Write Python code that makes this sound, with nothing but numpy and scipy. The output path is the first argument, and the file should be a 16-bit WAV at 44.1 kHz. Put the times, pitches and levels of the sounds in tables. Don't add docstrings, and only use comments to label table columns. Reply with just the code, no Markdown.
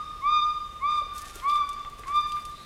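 import sys
import numpy as np
from scipy import signal
from scipy.io import wavfile
from scipy.ndimage import uniform_filter1d

SR = 44100
rng = np.random.default_rng(int(sys.argv[2]) if len(sys.argv) > 2 else 0)


def ratio_of_db(decibels):
    return 10 ** (np.asarray(decibels, float) / 20)


def wav_out(sig):
    wavfile.write(sys.argv[1], SR, np.round(np.clip(np.atleast_2d(sig).T, -1, 1) * 32767).astype(np.int16))


N = 116865
LEAD_S = 1.1


def unit(x):
    return x / np.sqrt(np.mean(x ** 2))


def band(x, hz, width):
    edges = np.clip(hz * 2 ** (np.array([-.5, .5]) * width), 8, .45 * SR)
    return signal.sosfilt(signal.butter(2, edges, "band", fs=SR, output="sos"), x)


def walk(rate, size):
    hold = int(SR / rate)
    levels = np.repeat(rng.standard_normal(size // hold + 1), hold)
    return 1.68 * uniform_filter1d(uniform_filter1d(levels, hold), hold)[:size]


def ramp(u, span):
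    return np.sin(np.pi / 2 * np.clip(u / span, 0, 1)) ** 2


# (frequency [Hz], level [dB])
HUSH_SPECTRUM = [(25, 8), (100, -6.5), (300, -13.5), (1000, -21), (3000, -21), (6000, -29.5), (11000, -35),
                 (16000, -44.5)]


def hush():
    out = 0
    swell = walk(1.0, N)
    corner_hz, corner_db = np.array(HUSH_SPECTRUM).T
    for hz in 25 * 2 ** np.arange(0, 9.4, .5):
        db = np.interp(np.log(hz), np.log(corner_hz), corner_db)
        db = db + .4 * swell + .7 * walk(8, N)
        out = out + ratio_of_db(db) * band(rng.standard_normal(N), hz, 0.52)
    return ratio_of_db(-48) * unit(out)


# (time [s], level [dB])
SHUFFLE_LEVELS = [(.8, -80.5), (1.1, -56.5), (1.4, -54), (1.8, -63.5), (2.1, -55), (2.65, -69)]


def shuffle(t):
    db = np.interp(t, *np.array(SHUFFLE_LEVELS).T) + 3 * walk(30, N)
    return ratio_of_db(db) * unit(band(rng.standard_normal(N), 900, 2.5))


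def insect(t):
    start_s, rise_s, low_hz, high_hz, width_hz = 2.49, .1, 3650, 3940, 310
    share = ramp(t - start_s, rise_s)
    phase = 2 * np.pi * np.cumsum(low_hz + share * (high_hz - low_hz)) / SR
    edge = signal.butter(6, width_hz, fs=SR, output="sos")
    one = unit(signal.sosfilt(edge, rng.standard_normal(N)))
    two = unit(signal.sosfilt(edge, rng.standard_normal(N)))
    buzz = one * np.sin(phase) + two * np.cos(phase)
    return ratio_of_db(-55) * share ** 0.52 * buzz


# (level [dB], centre [Hz])
RUSTLE_BANDS = [(-79, 5100), (-55, 3900), (-46.5, 5800), (-49.5, 4800), (-48.5, 5600), (-49, 5800),
                (-52, 5700), (-67, 7200), (-53, 5000), (-51.5, 4500), (-58, 5700), (-53.5, 6500),
                (-51, 7200), (-51, 8900), (-60.5, 4500)]
RUSTLE_ONSETS = [.12, .89, 1.135, 1.24, 1.33, 1.47, 1.53, 1.68, 1.97, 2.06, 2.13, 2.26, 2.34, 2.44, 2.5]
RUSTLE_LENGTHS = [.12, .12, .1, .09, .11, .06, .07, .08, .06, .06, .12, .08, .08, .05, .15]


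def leaves(t):
    grains_per_s, spread_db, brush, patchy_db = 2500, 3.1, .9, 1.7
    edge_s, fade_s, octaves = .02, .1, 2.6
    size = ratio_of_db(spread_db * rng.exponential(size=N)) * (rng.random(N) < grains_per_s / SR)
    grains = unit(size * rng.standard_normal(N)) + brush * rng.standard_normal(N)
    grains = grains * ratio_of_db(patchy_db * walk(45, N))
    out = np.zeros(N)
    for start, length, (db, hz) in zip(RUSTLE_ONSETS, RUSTLE_LENGTHS, RUSTLE_BANDS):
        burst = ramp(t - start, edge_s) * ramp(start + length + fade_s / 2 - t, fade_s)
        out += ratio_of_db(db) * burst * unit(band(grains, hz, octaves))
    return out


def snaps(rows, width, crack_s, tail_s, tail_db):
    size = 4096
    out = np.zeros(N + size)
    u = np.arange(size) / SR
    decay = np.exp(-u / crack_s) + ratio_of_db(tail_db) * np.exp(-u / tail_s)
    for s, db, hz in rows:
        crack = band(rng.standard_normal(size) * decay, hz, width)
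        start = int(s * SR)
        out[start:start + size] += ratio_of_db(db) * crack / np.abs(crack).max()
    return out[:N]


# (time [s], peak [dB], ring [Hz])
TWIG_TICKS = [(1.1373, -37, 10700), (1.1578, -40, 6180), (1.1807, -25, 7840), (1.2184, -26.5, 9570),
              (1.2454, -38, 6120), (1.3558, -27.5, 9590), (1.3992, -47, 7930), (1.491, -38, 5530),
              (1.5584, -35, 5860), (1.6914, -28, 7130), (1.731, -33.5, 5550), (1.8986, -38, 9200),
              (1.9944, -34, 8120), (2.0806, -35, 5660), (2.321, -29.5, 5980), (2.3615, -54, 7430),
              (2.4523, -31, 5570), (2.6289, -46, 8460)]
# (time [s], peak [dB], ring [Hz])
WOOD_KNOCKS = [(.921, -37, 1700), (.942, -49, 900), (1.018, -46.5, 3100), (1.063, -41.5, 520),
               (1.296, -39, 2300), (1.399, -34.5, 3000), (1.497, -28, 3600), (1.556, -34, 2600),
               (1.795, -44.5, 4500), (1.847, -39, 970), (1.849, -36, 2600), (1.993, -50, 2200),
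               (2.035, -34, 1620), (2.08, -34, 1622), (2.122, -45, 1700), (2.32, -29.5, 3200),
               (2.367, -41, 1700)]
# (time [s], peak [dB], ring [Hz])
STEM_TAPS = [
    (1.016, -38, 613),
    (1.357, -40, 383),
    (1.644, -52, 800),
    (1.99, -45, 453),
]


def twigs():
    ticks = snaps(TWIG_TICKS, 1.9, .0006, .007, -8)
    knocks = snaps(WOOD_KNOCKS, .9, .002, 0.036, -15.5)
    taps = snaps(STEM_TAPS, 0.48, 0.0051, 0.027, -22)
    return ticks + knocks + taps


# (centre [Hz], near t60 [s], near level [dB], far t60 [s], far level [dB])
SCATTER = [(1128, 0.7, -4.5, 2.42, -12), (2525, 0.72, -4, 2, -20), (3600, 0.54, -1, 3.1, -13.5),
           (5100, 0.91, -1.5, 1.4, -11.5)]
ECHO_DELAYS = [.021, .047, .083, .125, .19]
ECHO_LEVELS = [-15, -15, -14, -12, -17]


def forest():
    build_s = .07
    t = np.arange(2 * SR) / SR
    out = np.zeros(len(t))
    for delay, db in zip(ECHO_DELAYS, ECHO_LEVELS):
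        out[int(delay * SR)] = ratio_of_db(db)
    for hz, near_t60, near_db, far_t60, far_db in SCATTER:
        noise = unit(band(rng.standard_normal(len(t)), hz, 0.68)) * np.sqrt(hz / SR / SR * 10)
        decay = ratio_of_db(near_db - 60 * t / near_t60) + ratio_of_db(far_db - 60 * t / far_t60)
        out = out + noise * ramp(t, build_s) ** .5 * decay
    return out


# (multiple of the pitch [1], level [dB])
VOICE_PARTIALS = [(1, 0), (2, -21), (3, -13), (4, -26), (5, -35), (6, -45)]
BLOOM_LOSS = [.2, -.6, 3.8, 3.2, 4, 5]


def whoops(t, starts, calls, partials, depth):
    swoop, swoop_s, swoop_bend = .18, .14, 2.6
    sag_depth, sag_s, sag_loss_db = .055, .085, 2.2
    attack_s, release_s, droop_db_per_s = 0.065, 0.035, 10.5
    out = np.zeros((2, len(t)))
    shake = 0.0014 * walk(40, len(t))
    wobble = ratio_of_db(2.5 * walk(24.99, len(t)))
    for start, (length, top_hz, db, turn_db) in zip(starts, calls):
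        now = (t > start) & (t < start + length)
        u = t[now] - start
        sag = sag_depth * np.clip(1 - (length - u) / sag_s, 0, 1) ** 2
        under = swoop * np.clip(1 - u / swoop_s, 0, 1) ** swoop_bend + sag
        phase = 2 * np.pi * np.cumsum(top_hz * (1 - depth * under + shake[now])) / SR
        effort_db = db - droop_db_per_s * np.clip(u - swoop_s, 0, 1) - sag_loss_db * 100 * sag
        effort = ratio_of_db(effort_db) * ramp(u, attack_s) * ramp(length - u, release_s)
        for (k, level_db), loss in zip(partials, BLOOM_LOSS):
            bloom = ratio_of_db(level_db - loss * 100 * under)
            tone = np.sqrt(2) * effort * wobble[now] * bloom * np.sin(k * phase)
            out[:, now] += tone * ratio_of_db([[0], [turn_db * k]])
    return out


# (length [s], level [dB])
FAR_CALLS = [(.3, -71), (0.16, -60.5), (.13, -52), (0.224, -57), (.2, -61.5), (0.1, -81), (0.065, -43.5),
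             (0.0936, -52), (0.075, -50)]
FAR_ONSETS = [0., 1.07, 1.18, 1.29, 1.57, 1.6, 2.07, 2.2, 2.46]
FAR_PITCHES = [5350, 1475, 1820, 1402, 1475, 1777, 1400, 1790, 1790]


def far_answers(t):
    calls = [(length, hz, db, 0) for hz, (length, db) in zip(FAR_PITCHES, FAR_CALLS)]
    return whoops(t, FAR_ONSETS, calls, VOICE_PARTIALS[:1], .3)


# (length [s], top pitch [Hz], level [dB], direct-path gain as head turns [dB])
APE_WHOOPS = [
    (.25, 1210, -15.5, 0),
    (.25, 1225, -24, 0),
    (.25, 1216, -24, -0.65),
    (.24, 1209, -25.5, 0.22),
    (0.248, 1189, -25, -1.13),
    (.25, 1196, -26.5, -1.56),
]
WHOOP_ONSETS = [-1.0, -.41, .203, .796, 1.411, 2.043]


def ape(t):
    return whoops(t, WHOOP_ONSETS, APE_WHOOPS, VOICE_PARTIALS, 1)


def scene():
    lead = int(LEAD_S * SR)
    t = np.arange(-lead, N) / SR
    now = t[lead:]
    around, direct = ape(t) + far_answers(t)
    scattered = signal.fftconvolve(around, forest())[:len(t)]
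    heard = (ratio_of_db(2.5) * direct + scattered)[lead:]
    mic_top = signal.butter(2, 11200, fs=SR, output="sos")
    near = signal.sosfilt(mic_top, twigs() + leaves(now))
    return (heard + near + shuffle(now) + insect(now) + hush())[None]


def top_cut(x):
    return signal.sosfilt(signal.butter(12, 16420, fs=SR, output="sos"), x)


def record(dry):
    low_pass = signal.ellip(10, .3, 70, 15950, fs=SR, output="sos")
    cut = signal.sosfilt(low_pass, dry)
    return top_cut(cut)


dry = scene()
out = record(dry)
wav_out(out)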